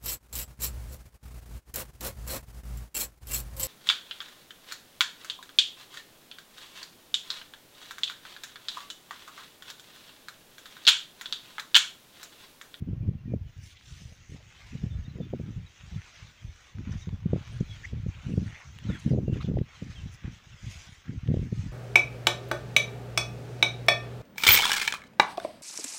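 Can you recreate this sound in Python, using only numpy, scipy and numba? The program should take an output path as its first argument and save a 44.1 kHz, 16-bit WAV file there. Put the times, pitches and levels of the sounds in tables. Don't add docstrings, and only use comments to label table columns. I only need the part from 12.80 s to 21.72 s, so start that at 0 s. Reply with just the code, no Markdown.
import sys
import numpy as np
from scipy import signal
from scipy.fft import rfft, irfft
from scipy.io import wavfile
from scipy.ndimage import uniform_filter1d, map_coordinates
from numba import njit

SR = 44100
rng = np.random.default_rng(int(sys.argv[2]) if len(sys.argv) > 2 else 0)


def transcribe(u):
    v = np.clip(np.atleast_2d(u).T, -1, 1)
    q = np.round(v * 32767).astype(np.int16)
    wavfile.write(sys.argv[1], SR, q)


def boost_factor(decibels):
    exponent = np.asarray(decibels, float) / 20
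    return 10 ** exponent


N = 393372
T = np.arange(N) / SR

# level/dB against the rustle, gain/dB per dB of brightness
GRASS_LAYERS = [
    (-1.5, -.5),
    (-1, 0),
    (-7, 0.3384),
    (-28, 0.9927),
]


def curves(table):
    s, *columns = np.transpose(table)
    return [np.interp(T, s, c) for c in columns]


def unit(x):
    return x / np.sqrt(np.mean(x ** 2))


@njit
def svf(x, hz, k):
    y, b, l = np.empty((3, len(x))), 0., 0.
    for i in range(len(x)):
        g = np.tan(np.pi * hz[i] / SR)
        v = (b + g * (x[i] - l)) / (1 + g * (g + k))
        y[0, i], y[1, i] = l + g * v, k * v
        y[2, i] = x[i] - y[1, i] - y[0, i]
        b, l = 2 * v - b, l + 2 * g * v
    return y


def steady(x, hz, k):
    return svf(x, np.full(len(x), float(hz)), k)


def noise():
    return rng.standard_normal(N)


def walk(rate):
    k = int(SR / rate)
    held = np.repeat(rng.standard_normal(N // k + 1), k)
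    return unit(uniform_filter1d(uniform_filter1d(held, k), k)[:N])


def grains(rate, spread_db):
    hit = rng.random(N) < rate / SR
    size = boost_factor(spread_db * np.minimum(rng.exponential(size=N), 6))
    return unit(hit * rng.standard_normal(N) * size)


def colour(x, points, lo=0, hi=SR):
    hz, db = np.transpose(points)
    f = np.fft.rfftfreq(N, 1 / SR) + 1
    edges = 1 / np.sqrt((1 + (lo / f) ** 12) * (1 + (f / hi) ** 20))
    shape = boost_factor(np.interp(np.log(f), np.log(hz), db))
    return unit(irfft(rfft(x) * shape * edges, N))


def add(out, s, piece):
    i = max(int(s * SR), 0)
    out[i:i + len(piece)] += piece[:N - i]


def sweeps(offset_db, per_db):
    # t/s, rustle level/dB, brightness/dB
    brush = [(0, -77.5, -11.5), (.6, -72.5, -5), (.8, -65.5, 10.5), (2, -65, 7), (2.5, -65, -2.5),
             (2.9, -64.5, 7), (4.25, -64, -0.5), (4.4, -65, -4), (5.2, -64, 3.5), (6.4, -66, 7),
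             (6.75, -66.5, -1), (7.6, -61.5, 4), (8.45, -63, 2.5), (8.92, -62, 1.5)]
    # middle t/s, length/s, rustle level/dB, brightness/dB (0 = far, heavy)
    strides = [(.88, 0.15, -64, 25), (1.19, 0.41, -64.5, 22), (1.53, 0.11, -67, 20), (1.88, 0.5, -60.5, 7),
               (2.17, 0.07, -75, 2), (2.62, 0.096, -82, 28), (3.08, 0.51, -62, 6.5), (3.34, 0.53, -59, 7),
               (3.75, 0.46, -67, 12), (4.11, 0.2, -63.5, -12), (4.19, 0.18, -62.5, 12),
               (4.701, 0.39, -59, 7.5), (4.93, 0.27, -58.5, 7), (5.07, 0.15, -61.5, 8),
               (5.381, 0.3, -60.5, -2), (5.58, 0.49, -65, 16.5), (5.77, 0.33, -59.5, -7),
               (5.68, 0.047, -68, 16), (5.99, 0.25, -62, 6), (6.12, 0.22, -57, -3), (6.25, 0.19, -57, 6.5),
               (6.56, 0.1, -57, 0), (6.65, 0.12, -57.5, 0.5), (6.95, 0.21, -58, 3.5), (7.15, 0.46, -60, 9),
               (7.34, 0.066, -64, 23), (7.46, 0.074, -61.5, -11), (7.55, 0.09, -61, 15),
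               (7.94, 0.34, -56, 14), (7.92, .07, -63, 26), (8.13, 0.22, -64.5, 15.5),
               (8.62, 0.19, -70, 23.5), (8.82, 0.23, -61.5, 16)]
    brush_db, brush_bright_db = curves(brush)
    power = boost_factor(2 * (brush_db + per_db * brush_bright_db))
    for s, length, db, bright_db in strides:
        arch = np.abs(np.sin(np.pi * np.linspace(0, 1, int(length * SR))))
        swell = arch ** (2 * 0.83)
        add(power, s - length / 2, boost_factor(2 * (db + per_db * bright_db)) * swell)
    return boost_factor(offset_db) * np.sqrt(power)


def background():
    # f/Hz, density/dB per Hz
    hiss = [(200, 8.5), (500, 1), (1000, -13), (2500, 0), (4000, -10), (6400, -13), (7600, -26),
            (11000, -25), (14000, -27.5)]
    # f/Hz, density/dB per Hz
    shaped = [(13600, -17.5), (14200, -9), (14800, -1), (15500, 0), (15600, -30)]
    hiss_db, whine_db, whine_hz, shaped_db = -67.5, -103, 12897, -83
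    out = boost_factor(hiss_db) * colour(noise(), hiss)
    out += boost_factor(whine_db) * np.sin(2 * np.pi * whine_hz * T)
    stirred = 1 + .25 * unit(sweeps(*GRASS_LAYERS[-1]))
    level = boost_factor(shaped_db - 1.5 + 1.2 * walk(8))
    return out + stirred * level * colour(noise() * boost_factor(1.2 * walk(200)), shaped)


def patches(x, depth_db, seconds, octaves):
    f, t, z = signal.stft(x, SR, nperseg=512)
    chance = rng.standard_normal((200, 2000))
    place = np.meshgrid(np.log2(f / 300 + 1) / octaves, t / seconds, indexing="ij")
    field = map_coordinates(chance, place, order=1)
    return signal.istft(z * boost_factor(depth_db * np.minimum(field, 1.5)), SR, nperseg=512)[1][:N]


def grass():
    # f/Hz, density/dB per Hz
    rustle = [(350, -8.5), (600, -4), (1000, -0.5), (1400, 0.5), (2070, -4.5), (3300, -9.5), (4300, -16),
              (6300, -11.5), (7300, -19), (8700, -25.5), (10000, -25.5), (11200, -33), (14000, -35)]
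    edges_hz = (300, 2150, 4100, 7700, 14500)
    ticks = grains(rate=5000, spread_db=1.5) * boost_factor(1.2 * walk(40))
    clumps = patches(ticks + .95 * noise(), 1.5, .07, .35)
    clumps = patches(clumps, 4.6, .035, .04)
    layers = zip(edges_hz[:-1], edges_hz[1:], GRASS_LAYERS)
    return sum(sweeps(*rule) * colour(clumps, rustle, lo, hi) for lo, hi, rule in layers)


def gusts():
    # start t/s, length/s, level/dB, sharpness/dB (upper bass against deep bass)
    strong = [(0.009, 0.015, -29, -12.5), (0.076, 0.29, -29.5, -16), (0.377, 0.05, -35.5, -19.5),
              (0.461, 0.12, -31, -10), (1.939, 0.035, -35.5, -12), (2.031, 0.038, -26.5, -14),
              (2.109, 0.083, -28, -21.5), (2.245, 0.048, -33.5, -13.5), (2.353, 0.095, -34, -5),
              (2.485, 0.25, -35.5, -8.5), (2.759, 0.035, -36, -16), (3.656, 0.017, -30.5, -24.5),
              (3.968, 0.06, -35, -20), (4.067, 0.09, -30.5, -16), (4.289, 0.077, -29.5, -25),
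              (4.46, 0.12, -28.5, -13.5), (4.42, .03, -35.5, -13.5), (4.715, 0.089, -30, -17),
              (5.118, 0.053, -28, -18.5), (5.227, 0.059, -31, -21), (5.469, 0.15, -29, -11.5),
              (5.62, 0.061, -34, -11.5), (6.07, 0.052, -27, -11), (6.275, 0.11, -24, -6.5),
              (6.42, 0.18, -27.5, -8.5), (6.625, .035, -33.5, -7), (6.676, 0.1, -25.5, -8.5),
              (7.019, 0.041, -34.5, -11.5), (7.097, 0.051, -37.5, -18.5), (7.447, 0.034, -36, -11.5),
              (8.289, 0.061, -35.5, -8.5), (8.487, 0.15, -25, -10), (8.73, 0.14, -30.5, -14),
              (8.868, 0.04, -38, -33)]
    # start t/s, length/s, level/dB
    weak = [(0.619, 0.045, -41), (0.767, 0.051, -39.5), (0.896, .04, -49.5), (1.078, .05, -38),
            (1.204, 0.082, -38.5), (1.394, 0.024, -51.5), (1.5, 0.085, -43), (1.64, .05, -50),
            (1.733, .08, -53.5), (1.852, .07, -38.5), (2.713, 0.17, -44), (3.021, 0.039, -39.5),
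            (3.123, 0.049, -36), (3.206, .05, -58), (3.404, .05, -44.5), (4.167, .09, -42),
            (4.612, .1, -39.5), (4.845, .24, -37), (5.307, .11, -43), (5.696, 0.026, -42.5),
            (5.864, 0.035, -41.5), (5.942, .11, -38.5), (0.581, 0.034, -36), (6.172, .04, -48),
            (6.871, .06, -49), (6.946, .05, -48.5), (7.168, .15, -35.5), (7.338, .04, -47.5),
            (7.491, .04, -47), (7.718, 0.036, -43), (7.841, 0.069, -36.5), (7.943, 0.2, -47),
            (8.355, .08, -42)]
    lull_db, puff_sharp_db = -76, -23
    rise_db_per_s, fall_db_per_s = 498.5, 259.5
    power = boost_factor(2 * lull_db) + 0 * T
    sharp = power * puff_sharp_db
    for s, length, db, sharp_db in list(strong) + [(*puff, puff_sharp_db) for puff in weak]:
        rise = rise_db_per_s * np.maximum(s - T, 0)
        fall = fall_db_per_s * np.maximum(T - s - length, 0)
        blow = boost_factor(2 * (db - rise - fall))
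        power, sharp = power + blow, sharp + blow * sharp_db
    return 10 * np.log10(power) - 5, sharp / power - 0.5


def turbulence():
    gust_db, sharp_db = gusts()
    eddy_hz = np.clip(170 * 2 ** ((sharp_db + 20.0) / 13 + 0.31 * walk(45)), 70, 520)
    kicks, hush = grains(rate=170, spread_db=2), noise()
    air = svf(kicks + 0.58 * hush, eddy_hz, 1.8)[0]
    air = svf(svf(air, eddy_hz, 1.48)[0], eddy_hz, 1.28)[0]
    fine = steady(svf(hush + .3 * kicks, eddy_hz, 1.76)[0], 900, 1.22)[0]
    air = air + boost_factor(-19) * fine
    return unit(air * (170 / eddy_hz) ** 0.78) * boost_factor(gust_db + 2 + 2.1 * walk(35))


def eddy(hz):
    u = np.arange(-SR / hz, SR / hz) * hz / SR * 4.7
    return (1 - u ** 2) * np.exp(-u ** 2 / 2)


def lone_eddies(air, cores):
    # t/s, core peak level/dB, body level/dB
    strongest = [(0.021, -39, -27), (6.384, -24, -27.5), (0.288, -32.5, -23), (0.536, -22.5, -23),
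                 (1.951, -38.5, -31.5), (2.037, -35.5, -23), (2.402, -30.5, -31.5), (2.534, -23, -28.5),
                 (2.597, -33.5, -32.5), (4.271, -39.5, -29), (4.458, -30, -19), (4.531, -18.5, -19.5),
                 (4.559, -29, -31.5), (4.807, -28, -21), (5.13, -35.5, -30.5), (5.262, -32, -26),
                 (5.576, -24, -19), (6.099, -28.5, -26), (6.26, -42, -18), (6.313, -24.5, -20.5),
                 (6.333, -22, -22), (6.479, -26.5, -26), (6.685, -27.5, -23.5), (6.769, -21.5, -27.5),
                 (6.812, -27.5, -22.5), (7.021, -35, -32.5), (8.291, -42.5, -29.5), (8.5, -29, -20.5),
                 (8.54, -22.5, -23), (8.725, -30, -24)]
    # t/s, body level/dB
    thuds = [(.076, -33), (0.477, -32), (0.795, -47), (1.255, -49), (2.355, -33.5), (3.035, -44.5),
             (3.124, -41), (3.425, -42.5), (3.644, -41.5), (4.092, -32), (4.327, -32), (5.484, -31.5),
             (5.517, -29), (5.536, -26.5), (6.274, -25.5), (6.428, -36), (6.526, -26.5), (6.644, -29),
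             (7.258, -33.5), (7.444, -31.5), (7.668, -50), (7.861, -57), (8.089, -46), (8.486, -24.5),
             (8.567, -28), (8.626, -28.5), (.13, -29), (.235, -34), (6.713, -25.5), (6.738, -26),
             (5.61, -37), (.56, -33), (8.3, -36.5), (0.311, -32.5), (5.493, -30), (6.495, -25.5),
             (6.359, -27), (6.59, -32), (6.786, -29), (2.43, -35), (3.142, -41.5), (2.775, -36.5),
             (7.74, -48), (7.884, -45.5), (7.955, -47), (8.513, -24.5), (8.591, -28), (5.875, -47),
             (5.961, -43), (7.51, -44), (5.385, -42.5), (8.835, -37)]
    # t/s, core peak level/dB, body level/dB
    whirls = [(1.494, -54, -42.5), (1.519, -45.5, -39.5), (1.543, -44, -37), (1.217, -56, -43.5),
              (1.418, -66, -54), (6.374, -27, -25), (6.556, -35, -31), (6.344, -29, -29),
              (2.408, -33.5, -30.5), (2.61, -42, -31.5), (4.282, -42, -31), (4.338, -45, -33.5),
              (8.569, -32, -34)]
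    rounder = [(s, db - 10 + .8 * (db + 31.5), db) for s, db in thuds]
    eddies = list(strongest) + rounder + list(whirls)
    chance = rng.standard_normal((len(eddies), 4))
    for (s, core_db, body_db), (side, size, early, late) in zip(eddies, chance):
        core_hz = 300 * 2 ** ((core_db - body_db + 2.5) / 30)
        body_hz = 135 * 2 ** (0.37 * np.tanh(size) + min(body_db + 34, 0) / 25)
        dip = -1 if side < 1.9 else 1
        ragged = np.sign(side)
        parts = ((cores, dip, 0, core_hz, core_db + 4.5),
                 (cores, dip, .0015, body_hz, body_db + 6.8),
                 (air, ragged, -.006 * abs(early), 0.81 * core_hz, core_db - 5.0),
                 (air, ragged, 0.00501 + 0.00892 * abs(late), 0.67 * core_hz, core_db - 2.5))
        for out, sign, lag, hz, db in parts:
            add(out, s + 0.00301 + lag - 1 / hz, sign * boost_factor(db) * eddy(hz))


def wind():
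    air, cores = turbulence(), np.zeros(N)
    lone_eddies(air, cores)
    rumble = colour(noise(), [(20, 1.0), (60, -4.5), (150, -27.0), (300, -54.0)])
    air += boost_factor(-59.5 + 1.4 * walk(2.8)) * rumble
    air = steady(air, 95, 0.8)[2]
    return steady(air, 30, 0.35)[2] + cores


def lark():
    # t/s, length/s, f/Hz, level/dB
    held = [(0.08, 0.033, 3030, -70.5), (0.38, 0.034, 2780, -66), (0.452, 0.031, 1900, -66),
            (0.217, 0.035, 2440, -65.5), (0.477, 0.08, 2450, -63), (0.668, 0.032, 2990, -64),
            (0.95, 0.033, 2050, -61), (2.1, 0.076, 3610, -60), (2.242, 0.03, 3720, -59.5),
            (2.282, 0.043, 4080, -63), (2.403, 0.063, 3570, -59), (2.863, 0.017, 3860, -55),
            (4.217, 0.019, 3780, -55), (6.296, 0.02, 2050, -56), (6.639, .03, 3470, -58),
            (3.571, 0.056, 3230, -61)]
    # t/s, length/s, start f/Hz, end f/Hz, level/dB
    sliding = [(4.308, 0.053, 3580, 3400, -60), (4.886, 0.062, 3480, 3300, -49.5),
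               (4.942, 0.042, 3300, 3080, -59), (5.454, 0.035, 2780, 2960, -58),
               (5.513, 0.025, 2730, 2860, -55), (6.029, 0.033, 2690, 3140, -59),
               (6.068, .12, 4150, 3290, -52), (6.462, 0.069, 2780, 2750, -58),
               (7.154, 0.0483, 3360, 3080, -51.5), (7.181, 0.056, 3150, 2620, -60),
               (6.308, .018, 5030, 4800, -57), (6.318, 0.033, 4500, 4150, -63),
               (7.718, 0.024, 3700, 2600, -57)]
    sag_hz_per_s = 1000
    sagging = [(s, length, hz, hz - sag_hz_per_s * length, db) for s, length, hz, db in held]
    out = np.zeros(N)
    for s, length, hz, end_hz, db in list(sliding) + sagging:
        u = np.linspace(0, 1, int(length * SR))
        pitch = end_hz + (hz - end_hz) * (1 - u) ** 2.6
        flutter = 1 + 0.014 * np.sin(2 * np.pi * 70 * length * u)
        whistle = np.sin(2 * np.pi * np.cumsum(pitch * flutter) / SR)
        add(out, s, boost_factor(db) * np.sin(np.pi * u ** .8) ** 0.5 * whistle)
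    t = T[:SR // 8]
    smear = signal.fftconvolve(out, rng.standard_normal(len(t)) * np.exp(-t / 0.024))[:N]
    return out * boost_factor(-.6 + 2.3 * walk(90)) + boost_factor(-41) * smear


def snaps():
    # t/s, peak level/dB, ring f/Hz, treble level/dB
    breaks = [(1.011, -41.5, 1780, -29), (3.01, -38, 2940, -40), (3.2186, -37, 2060, -32),
              (3.985, -36, 1570, -25), (4.292, -33, 1100, -34), (4.6767, -39, 2470, -12),
              (5.9876, -30.5, 2880, -12.5), (6.197, -44, 2540, -13), (6.606, -40, 1130, -28),
              (6.788, -35, 1990, -32), (7.347, -37, 5200, -17), (7.647, -43, 1687, -29),
              (8.4757, -34, 3100, -45), (4.053, -39, 1420, -40), (4.106, -44, 1900, -35),
              (4.129, -40, 1500, -40), (4.139, -39, 1200, -40), (4.153, -45, 1700, -30),
              (6.148, -36, 1600, -40), (6.632, -45, 4300, -40), (.845, -52, 6000, -12),
              (1.0795, -46, 6000, -10), (1.487, -56, 8300, -8), (1.909, -52, 7000, -10),
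              (1.952, -52, 7500, -10), (5.509, -54, 7500, -10), (7.86, -49, 7500, -9),
              (8.795, -52, 7000, -10), (2.323, -56, 7200, -12), (2.379, -53, 7200, -12),
              (4.948, -46, 6250, -18), (7.043, -38, 5960, -24), (7.922, -42, 5000, -6),
              (.7793, -49, 7500, -10), (1.7057, -48, 4000, -14), (6.612, -38, 2280, -40),
              (6.621, -39, 3000, -40)]
    out, t = np.zeros(N), T[:SR // 50]
    for s, db, hz, treble_db in breaks:
        splinter = rng.standard_normal(len(t)) * np.exp(-t / 0.001)
        crack = 3.5 * np.exp(-t / 4e-5) + .45 * splinter
        ring = np.sin(2 * np.pi * hz * t) * np.exp(-t / 0.0012)
        knock = steady(steady(crack, 2500, 0.57)[1], 4500, 3.5)[0]
        treble = steady(steady(crack, 7000, 1.1)[2], 10000, 1.2)[0]
        add(out, s, boost_factor(db) * (0.42 * ring + 1.5 * knock + boost_factor(treble_db + 1.0) * treble))
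    return out


def drags():
    # t/s, length/s, centre f/Hz, width/Hz, level/dB
    scrapes = [(.98, .25, 3450, 1200, -61), (4.175, 0.073, 5960, 990, -60.5), (3.27, .25, 4200, 830, -66.5),
               (6.188, .028, 9000, 2200, -66), (5.68, 0.17, 2140, 500, -59.5), (6.085, 0.1, 1770, 900, -54),
               (6.606, 0.015, 3600, 520, -55), (6.657, 0.0077, 3350, 400, -55),
               (4.8, .014, 6000, 770, -60.5), (6.6, 0.038, 2400, 880, -54.5), (5.3, .12, 2440, 370, -60),
               (5.43, 0.11, 2550, 670, -58.5), (4.105, 0.033, 5900, 930, -59), (6.195, .01, 6900, 650, -57),
               (.87, 0.15, 3300, 900, -62), (1.8, 0.16, 4100, 2300, -65.5), (7.7, 0.061, 1320, 270, -68),
               (8.6, 0.099, 2170, 350, -65), (4.5, 0.15, 880, 940, -58.5), (3.7, 0.25, 6200, 1400, -70),
               (8.245, 0.075, 1670, 630, -57.5), (5.76, 0.16, 6140, 1000, -63.5),
               (6.21, 0.095, 9200, 1500, -72.5), (5.65, 0.057, 8300, 1500, -73),
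               (4.69, .1, 8900, 1500, -73), (8.09, 0.073, 9200, 1500, -74), (1.55, .08, 600, 300, -63),
               (1.27, .08, 520, 250, -66), (3.2, .24, 2600, 1500, -65)]
    out, catches = np.zeros(N), boost_factor(3.5 * walk(150))
    for s, length, hz, width_hz, db in scrapes:
        n = int(length * SR)
        scrape = rng.standard_normal(SR // 4)[:n] * catches[int(s * SR):][:n]
        scrape = steady(scrape, hz, 2.4 * width_hz / hz)[1]
        scrape = unit(steady(scrape, hz, width_hz / hz)[1])
        add(out, s, boost_factor(db) * np.hanning(n) ** 0.18 * scrape)
    return out


def squeaks():
    # t/s, length/s, start f/Hz, end f/Hz, level/dB
    squeals = [
        (5.034, 0.0243, 1710, 2210, -27.5),
        (6.6, 0.0148, 1090, 1350, -34.5),
    ]
    out = np.zeros(N)
    for s, length, hz, end_hz, db in squeals:
        u = np.linspace(0, 1, int(length * SR))
        pitch = (hz + (end_hz - hz) * u) * (1 + 0.094 * np.sin(14 * u))
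        phase = 2 * np.pi * np.cumsum(pitch) / SR
        slip = 1 - 0.9 * np.exp(-((u - .62) / 0.016) ** 2)
        grip = (0.081 + 0.65 * u ** 1.5) * np.clip((1 - u) / 0.17, 0, 1) * slip
        add(out, s, boost_factor(db) * grip * (np.sin(phase) + 0.21 * u ** 2 * np.sin(3 * phase)))
    return out


def creak():
    # t/s, peak level/dB, f/Hz
    ticks = [(5.6793, -38, 1920), (5.6985, -43, 1950), (5.7145, -43, 2200), (5.725, -42, 1900),
             (5.732, -45, 2300), (5.7455, -40, 1900), (5.7548, -37.5, 2050), (5.7612, -39, 2100),
             (5.7668, -43, 2400), (5.7722, -42, 2000), (5.7785, -43, 2300), (5.787, -45, 2150),
             (5.795, -46, 2600), (5.8055, -44, 2100), (5.8148, -42, 2350), (5.8208, -41, 1950),
             (5.834, -47, 2200)]
    ring_s = 0.0011
    out, t = np.zeros(N), T[:SR // 80]
    swell = t / ring_s * np.exp(-t / ring_s * 2.0) * 4
    for s, db, hz in ticks:
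        add(out, s, boost_factor(db + 3) * np.sin(2 * np.pi * hz * t) * swell)
    return out


def rubs():
    # t/s, length/s, start f/Hz, end f/Hz, level/dB
    whistles = [(6.084, .025, 1380, 1480, -47), (6.104, 0.0276, 1550, 2300, -54),
                (6.126, .05, 2200, 1350, -49), (6.527, .026, 3150, 2500, -52.5),
                (6.564, .02, 1500, 1800, -55), (6.62, .01, 1030, 1450, -49),
                (6.625, 0.0102, 3500, 5200, -57), (6.605, .02, 3950, 3800, -55),
                (5.78, .03, 9700, 9600, -77), (6.193, .014, 11100, 11100, -70),
                (7.335, .012, 10500, 10300, -65)]
    out = np.zeros(N)
    for s, length, hz, end_hz, db in whistles:
        n = int(length * SR)
        pitch = np.geomspace(hz, end_hz, n)
        tone = np.sin(2 * np.pi * np.cumsum(pitch) / SR)
        rough = unit(svf(rng.standard_normal(SR // 8)[:n], pitch, .09)[1])
        add(out, s, boost_factor(db) * np.hanning(n) ** 0.38 * (tone + .9 * rough))
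    return out


def scene():
    stems = snaps() + drags() + squeaks() + creak() + rubs()
    return (background() + grass() + wind() + lark() + stems)[None]


def roll_off(x):
    return signal.sosfilt(signal.butter(12, 16840, fs=SR, output="sos"), x)


def record(dry):
    rounded = .42 * np.tanh(dry / .42)
    top_cut = signal.ellip(10, .2, 70, 15530, fs=SR, output="sos")
    mix = signal.sosfilt(top_cut, rounded)
    return roll_off(mix)


dry = scene()
out = record(dry)
transcribe(out)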